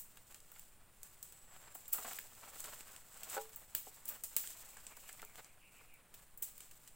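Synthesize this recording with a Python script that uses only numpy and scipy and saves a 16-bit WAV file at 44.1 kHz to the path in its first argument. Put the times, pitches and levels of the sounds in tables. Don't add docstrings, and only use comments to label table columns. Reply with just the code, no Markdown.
import sys
import numpy as np
from scipy import signal
from scipy.fft import rfft, irfft, next_fast_len
from scipy.io import wavfile
from scipy.ndimage import map_coordinates

SR = 44100
rng = np.random.default_rng(int(sys.argv[2]) if len(sys.argv) > 2 else 0)


def wav_record(signal):
    frames = np.transpose(np.atleast_2d(signal))
    bounded = np.clip(frames, -1, 1)
    quanta = np.round(bounded * 32767).astype(np.int16)
    wavfile.write(sys.argv[1], SR, quanta)


N = 306495

# t/s, level/dB, body level/dB, top treble/dB, tearing time before the break/s, splintering t60/s
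TWIG_SNAPS = [(-.012, -31, -24, 0, 0.0013, 0.084), (1.229, -30, -24, -3.5, 0.0009, .016),
              (1.7513, -34, -29, -0.5, 0.0035, 0.04), (1.9322, -20.5, -21.5, 2.5, .0034, 0.053),
              (3.5606, -35.5, -31, 4.5, 0.00072, 0.029), (3.7505, -22, -9, 5.5, 0.00072, 0.014),
              (4.09, -37.5, -15, 10.5, 0.0043, 0.054), (4.2376, -23.5, -24, -4, 0.00061, 0.053),
              (4.3658, -15, -14, 2.5, 0.00029, 0.023), (6.425, -25.5, -22.5, -1.5, 0.0015, 0.091)]
# t/s, level/dB, body level/dB, top treble/dB, splintering t60/s
TWIG_TICKS = [(.172, -48, -4.5, -7, 0.026), (0.3452, -39.5, -9, -9, .025), (0.4034, -39, -20, -17, .013),
              (0.5172, -43.5, -19, 1, 0.023), (0.5949, -39.5, -20, -1, .012),
              (1.032, -30.5, -24, -7, 0.011), (1.3238, -41, -11, -6, 0.011), (1.8808, -40.5, -35, 4, 0.04),
              (2.133, -41.5, -3, 5, .02), (2.1897, -36, -9, 1, .011), (2.6043, -28.5, -45, -7, 0.02),
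              (2.6423, -36, -10.5, -12, 0.033), (2.8078, -40, -7, -26, 0.015),
              (2.9636, -31, -13, -16, 0.0054), (3.144, -43, -11, -13, .015), (3.1739, -43, -15, -13, 0.017),
              (3.2335, -31.5, -13.5, -8, .016), (3.2997, -28, -35, -10.5, 0.015), (3.494, -46, -7, 1, .008),
              (4.0556, -34, -40, -1.5, 0.025), (4.0806, -32, -29, -3, .026),
              (4.4741, -28.5, -20, -10, 0.012), (4.77, -38.5, -17, -20, 0.025),
              (4.8674, -33.5, -19, -24, 0.027), (4.9688, -39, -20, -5.5, 0.03),
              (5.0907, -38.5, -21, -14, .03), (5.1288, -32, -38, -10, .008),
              (5.219, -37.5, -7.5, -3.5, 0.0087), (5.25, -42, -26, -2, 0.012),
              (5.3569, -38.5, -6.5, -7, 0.0085), (5.4458, -35.5, -11, -19, .008),
              (5.94, -49, -24, -2, .016), (6.141, -49, -4.5, -1, 0.073), (6.375, -46, -30, 4.5, 0.055),
              (6.5797, -44, -12.5, -1, .024), (6.6053, -38, -13.5, -16, 0.033),
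              (6.712, -44.5, -12, -10, 0.044), (6.8759, -43.5, -15, -14, 0.049)]
# t/s, level/dB, f/Hz, t60/s
STICK_BUMPS = [(.171, -68, 1440, 0.028), (.518, -66.5, 1350, 0.019), (.561, -67, 1560, 0.042),
               (1.753, -60, 990, 0.029), (1.939, -62.5, 1240, 0.2), (1.981, -57, 990, 0.09),
               (2.046, -56.5, 1070, 0.14), (2.08, -61, 840, 0.03), (2.111, -57.5, 1210, 0.081),
               (2.187, -43, 1640, 0.0049), (2.431, -64.5, 1200, 0.1), (3.869, -68, 754, 0.048),
               (4.439, -60, 1580, 0.042), (4.769, -61.5, 1420, .025), (4.971, -65, 1030, 0.021),
               (5.091, -59.5, 1760, 0.044), (5.195, -58, 2000, 0.037), (5.226, -59.5, 950, 0.06),
               (5.809, -69, 965, 0.042)]
# t/s, level/dB
PILE_KNOCKS = [(3.3675, -48), (3.379, -46.5)]
# f/Hz, level/dB, t60/s
BENDING_MODES = [(440, 2.5, 0.29), (552, 11.5, 0.098), (620, 1, 0.07), (815, 12, 0.13), (960, -2, 0.13),
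                 (1344, 6, 0.077), (1457, 5, 0.055)]
# t/s, f/Hz, level/dB
BIRD_NOTES = [(4.67, 2477, -66), (4.87, 2430, -63), (5.01, 2590, -63), (5.211, 2310, -65),
              (5.41, 2400, -66.5), (5.595, 2594, -62.5), (5.719, 2490, -62), (5.865, 2520, -63.5)]
# f/Hz, density/dB per Hz
CRACK_SPECTRUM = [(2000, -30.5), (4800, -15.5), (6500, -6.5), (9000, -2), (12000, -1.5), (16000, 4)]
BODY_SPECTRUM = [(40, -4), (120, 2), (300, 0.5), (650, 0), (1100, -2), (2000, 0.5), (2900, 5), (4500, -2),
                 (8000, -10)]
SCRAPE_SPECTRUM = [(80, -3.5), (300, -8.5), (600, 1.5), (1400, 1), (3000, -6.5), (5000, -14.5),
                   (9000, -19.5)]
LEAF_SPECTRUM = [(1000, -11.5), (3000, -2), (5000, -4), (7500, 1), (10000, -1.5), (16000, 0)]
AIR_SPECTRUM = [(10, 28), (25, 13.5), (60, 7.5), (130, 6), (300, -2), (1000, -4.5), (2500, -8), (5500, -18),
                (7800, -23), (9400, -3), (10400, -15), (16000, -16)]
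# f/Hz, t60/s
FOREST_DECAY = [(200, 0.13), (2500, 0.26), (8000, 0.33), (15000, 0.27)]
# f/Hz, width/Hz, level/dB
MICROPHONE_PEAKS = [(7830, 656, 7.5), (15050, 1100, 5.5)]
# f/Hz, level/dB
SIDE_GAIN = [(3950, -69), (4300, -0.5), (6500, -7.5), (8000, -18), (15000, -10)]
# f/Hz, width/Hz, level/dB
PILE_MODES = [(285, 51, -14), (425.5, 23, -6), (735, 160, -8), (1425, 96, -8.5), (2140, 1800, -22.5)]
DIRECT_GAINS = [
    [1],
    [.4],
]
# t/s of the hardest push, rise/s, fade/s, scraping wood level/dB, leaf level/dB
LITTER_STROKES = [(.31, .04, 0.094, -67, -60.5), (.6, 0.3, 0.24, -74, -63.5), (1.07, 0.18, .4, -72, -65),
                  (1.58, 0.26, 0.52, -65, -65), (2.12, 0.31, 0.19, -58, -50.5),
                  (2.66, 0.46, 0.32, -58, -53), (2.919, 0.16, 0.12, -64.5, -60.5),
                  (3.27, 0.49, 0.85, -63, -59), (3.35, 0.13, 0.11, -52, -47.5),
                  (4.097, 0.052, 0.11, -59, -50), (4.7, 1, 0.87, -66.5, -69.5),
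                  (5.07, 0.5, 0.46, -76.5, -61), (5.38, .08, 0.093, -61.5, -62.5),
                  (5.81, 0.24, 0.18, -71, -67.5), (6.17, .05, 0.18, -72.5, -65),
                  (6.63, 0.13, 0.18, -78, -64.5), (6.85, 0.24, 0.2, -86, -66.5)]

TOP_HZ = 15850
LEAD_S, BREAK_DB = .04, 4
TICK_TEAR_S = 0.00019
STRAY_DB, STRAY_SPREAD_DB = 5, 4
THUD_DB, THUD_DB_PER_OCTAVE = -11.5, -17
STROKE_RANGE_DB = 17.5
RESTING_WOOD_DB, RESTING_LEAVES_DB = -78, -78.5
DEBRIS_DB, DEBRIS_RISE_S, DEBRIS_FADE_S = -35.5, 0.009, 0.52
NOTE_S, NOTE_FALL_HZ = .115, 255
WHINE_START_S, WHINE_END_S, WHINE_FADE_S, WHINE_DB = 1.17, 2.0, 0.11, -73
WHINE_HZ, WHINE_SAG_HZ, WHINE_SETTLE_S = 7500, 645, 0.32


def amp(db):
    return 10 ** (np.asarray(db) / 20)


def unit(x):
    return x / np.sqrt(np.mean(x ** 2) + 1e-20)


def along(points, hz):
    f, value = np.transpose(points)
    return np.interp(np.log(hz + 1), np.log(f), value)


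def wobble(rate):
    knots = rng.standard_normal(int(N * rate / SR) + 4)
    return map_coordinates(knots, [np.arange(N) * rate / SR])


def filtered(x, response):
    n = x.shape[-1]
    padded = next_fast_len(n + 2 ** 12)
    spectrum = rfft(x, padded) * response(np.fft.rfftfreq(padded, 1 / SR))
    return irfft(spectrum, padded)[..., :n]


def coloured(x, spectrum):
    return unit(filtered(x, lambda hz: amp(along(spectrum, hz))))


def tinted(x, spectrum):
    return filtered(x, lambda hz: unit(amp(along(spectrum, hz))))


def resonance(hz, centre_hz, q):
    return 1 / (1 + 1j * q * (hz / centre_hz - centre_hz / (hz + 1)))


def noise(size):
    return rng.standard_normal((2, size))


def add(track, s, sound):
    start = round(s * SR)
    room = track[:, max(start, 0):]
    sound = sound[..., max(-start, 0):]
    room[:, :sound.shape[-1]] += sound[..., :room.shape[-1]]


def forest():
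    hz, t, bands = signal.stft(noise(SR // 2), SR, nperseg=256)
    decay = amp(-60 * t / along(FOREST_DECAY, hz)[:, None])
    tail = signal.istft(bands * decay, SR, nperseg=256)[1][:, :SR // 2]
    return tail / np.linalg.norm(tail[0])


def echo(x):
    return signal.fftconvolve(x[:1], forest(), axes=1)[:, :x.shape[-1]]


def air():
    return amp(-63) * coloured(noise(N), AIR_SPECTRUM) * [[1], [.3]]


def insect():
    t = np.arange(N) / SR
    age = np.maximum(t - WHINE_START_S, 0)
    singing = np.clip(np.minimum(age, WHINE_END_S - t) / WHINE_FADE_S, 0, 1)
    hz = WHINE_HZ + WHINE_SAG_HZ * np.exp(-(age / WHINE_SETTLE_S) ** 2)
    whine = np.sin(2 * np.pi * np.cumsum(hz + 150 * wobble(700)) / SR)
    return singing * amp(WHINE_DB + 2.4 * wobble(60)) * whine


def bird():
    out = np.zeros((2, N))
    u = np.linspace(0, 1, int(NOTE_S * SR))
    envelope = np.sqrt(np.abs(np.sin(np.pi * u)))
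    for s, hz, db in BIRD_NOTES:
        pitch = hz + NOTE_FALL_HZ * (.5 - u) + 230 * wobble(445.0)[:len(u)]
        note = np.sin(2 * np.pi * np.cumsum(pitch) / SR)
        add(out, s, amp(db) * envelope * note)
    return .45 * out + .8 * echo(out)


def swell(s, rise_s, fade_s):
    t = np.arange(N) / SR - s
    return amp(-STROKE_RANGE_DB * np.minimum(np.maximum(-t / rise_s, t / fade_s), 10))


def stirring():
    wood, leaves = amp(RESTING_WOOD_DB) ** 2, amp(RESTING_LEAVES_DB) ** 2
    for s, rise_s, fade_s, wood_db, leaves_db in LITTER_STROKES:
        push = swell(s, rise_s, fade_s)
        wood = wood + (amp(wood_db) * push) ** 2
        leaves = leaves + (amp(leaves_db) * push) ** 2
    for s, db, *_ in TWIG_SNAPS:
        debris = swell(s + DEBRIS_RISE_S, DEBRIS_RISE_S, DEBRIS_FADE_S)
        leaves = leaves + (amp(db + DEBRIS_DB) * debris) ** 2
    return np.sqrt(wood), np.sqrt(leaves)


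def grains(rate, spread_db, hiss):
    size = amp(spread_db * np.minimum(rng.exponential(size=N), 3))
    slips = np.sign(noise(N)) * size * (rng.random(N) < rate / SR)
    return unit(slips) + hiss * noise(N)


def shuffle():
    wood_gain, leaves_gain = stirring()
    rub = coloured(grains(rate=700, spread_db=2.0, hiss=0.99), SCRAPE_SPECTRUM)
    crinkle = coloured(grains(rate=1400, spread_db=5.0, hiss=1.18), LEAF_SPECTRUM)
    scrape = wood_gain * amp(3.56 * wobble(60)) * rub
    leaves = leaves_gain * amp(2.2 * wobble(58)) * crinkle
    return scrape + leaves


def knocks():
    out, t = np.zeros((2, N)), np.arange(SR // 2) / SR
    for s, db in PILE_KNOCKS:
        ring = sum(amp(level - 60 * t / t60) * np.sin(2 * np.pi * hz * t) for hz, level, t60 in BENDING_MODES)
        contact = amp(1.0 - 60 * t / 0.054) * coloured(noise(len(t)), SCRAPE_SPECTRUM)
        add(out, s, amp(db) * (ring + contact))
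    return filtered(out, lambda hz: (1j * hz / (250 + 1j * hz)) ** 3 / np.sqrt(1 + (340 / (hz + 1)) ** 8))


def pile(hz):
    return sum((-1) ** k * amp(db) * resonance(hz, centre, centre / width)
               for k, (centre, width, db) in enumerate(PILE_MODES))


def bumps():
    out, t = np.zeros((2, N)), np.arange(SR // 3) / SR
    for s, db, pitch_hz, t60 in STICK_BUMPS:
        rattle = noise(len(t)) * amp(db - 60 * t / t60)
        clack = filtered(rattle, lambda hz: unit(resonance(hz, pitch_hz, q=2.25) * (pile(hz) + .12)))
        thud_gain = amp(THUD_DB + THUD_DB_PER_OCTAVE * np.log2(pitch_hz / 10 ** 3))
        thud = thud_gain * filtered(rattle, lambda hz: unit(pile(hz) * resonance(hz, 204.4, q=0.5)))
        add(out, s, clack + thud + amp(-9.5) * echo(clack))
    return out


def fracture(body_db, treble_db, tear, t60, echo_db, splinter_db, crack_db):
    lead = round(LEAD_S * SR)
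    t = np.arange(-lead, SR // 2) / SR
    knots = t[::32]
    fibres = unit(np.interp(t, knots, amp(2.5 * rng.standard_normal(len(knots)))))
    tearing = np.exp(np.minimum(t, 0) / tear)
    splinters = tearing * amp(splinter_db - 60 * np.maximum(t, 0) / t60) * fibres
    force = amp(crack_db) * (t == 0) + splinters
    tail = amp(echo_db) * np.linalg.norm(force) * np.pad(forest(), ((0, 0), (lead, 0)))
    click = force * np.sign(noise(len(t))) * DIRECT_GAINS + tail
    crack = filtered(tinted(click, CRACK_SPECTRUM),
                     lambda hz: amp(treble_db * np.clip((hz - 8500) / 4500, 0, 1)))
    return crack + amp(body_db) * tinted(click, BODY_SPECTRUM)


def tick(body_db, treble_db, t60):
    return fracture(body_db, treble_db, TICK_TEAR_S, t60, echo_db=-4.5, splinter_db=-5.0, crack_db=BREAK_DB)


def stray_ticks(count):
    out, leaves = np.zeros((2, N)), stirring()[1]
    moments = (np.arange(count) + rng.random(count)) / count * (N - 1) / SR
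    for s, (size, body, treble) in zip(moments, rng.standard_normal((count, 3))):
        gain = leaves[int(s * SR)] * amp(STRAY_DB + STRAY_SPREAD_DB * size)
        sound = tick(body_db=-8.5 + 1.9 * body, treble_db=-6 + 4 * treble, t60=0.019)
        add(out, s - LEAD_S, gain * sound)
    return out


def twigs():
    out = np.zeros((2, N))
    for s, db, body_db, treble_db, tear, t60 in TWIG_SNAPS:
        snap = fracture(body_db, treble_db, tear, t60, echo_db=-3.0, splinter_db=-9.0, crack_db=BREAK_DB)
        add(out, s - LEAD_S, amp(db) * snap)
    for s, db, body_db, treble_db, t60 in TWIG_TICKS:
        add(out, s - LEAD_S, amp(db) * tick(body_db, treble_db, t60))
    return out


def scene():
    background = air() + bird()
    handling = shuffle() * [[1], [.7]] + knocks() + bumps()
    mid, side = background + handling + stray_ticks(count=30) + twigs()
    mid = mid + insect()
    side = filtered(side, lambda hz: amp(along(SIDE_GAIN, hz)))
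    return np.array([mid + side, mid - side])


def record(dry):
    def colour(hz):
        return amp(sum(db * np.exp(-((hz - centre) / width) ** 2 / 2) for centre, width, db in MICROPHONE_PEAKS))

    def limit(hz):
        return 1 / np.sqrt(1 + (hz / TOP_HZ) ** 200)

    return filtered(dry, lambda hz: colour(hz) * limit(hz))


dry = scene()
out = record(dry)
wav_record(out)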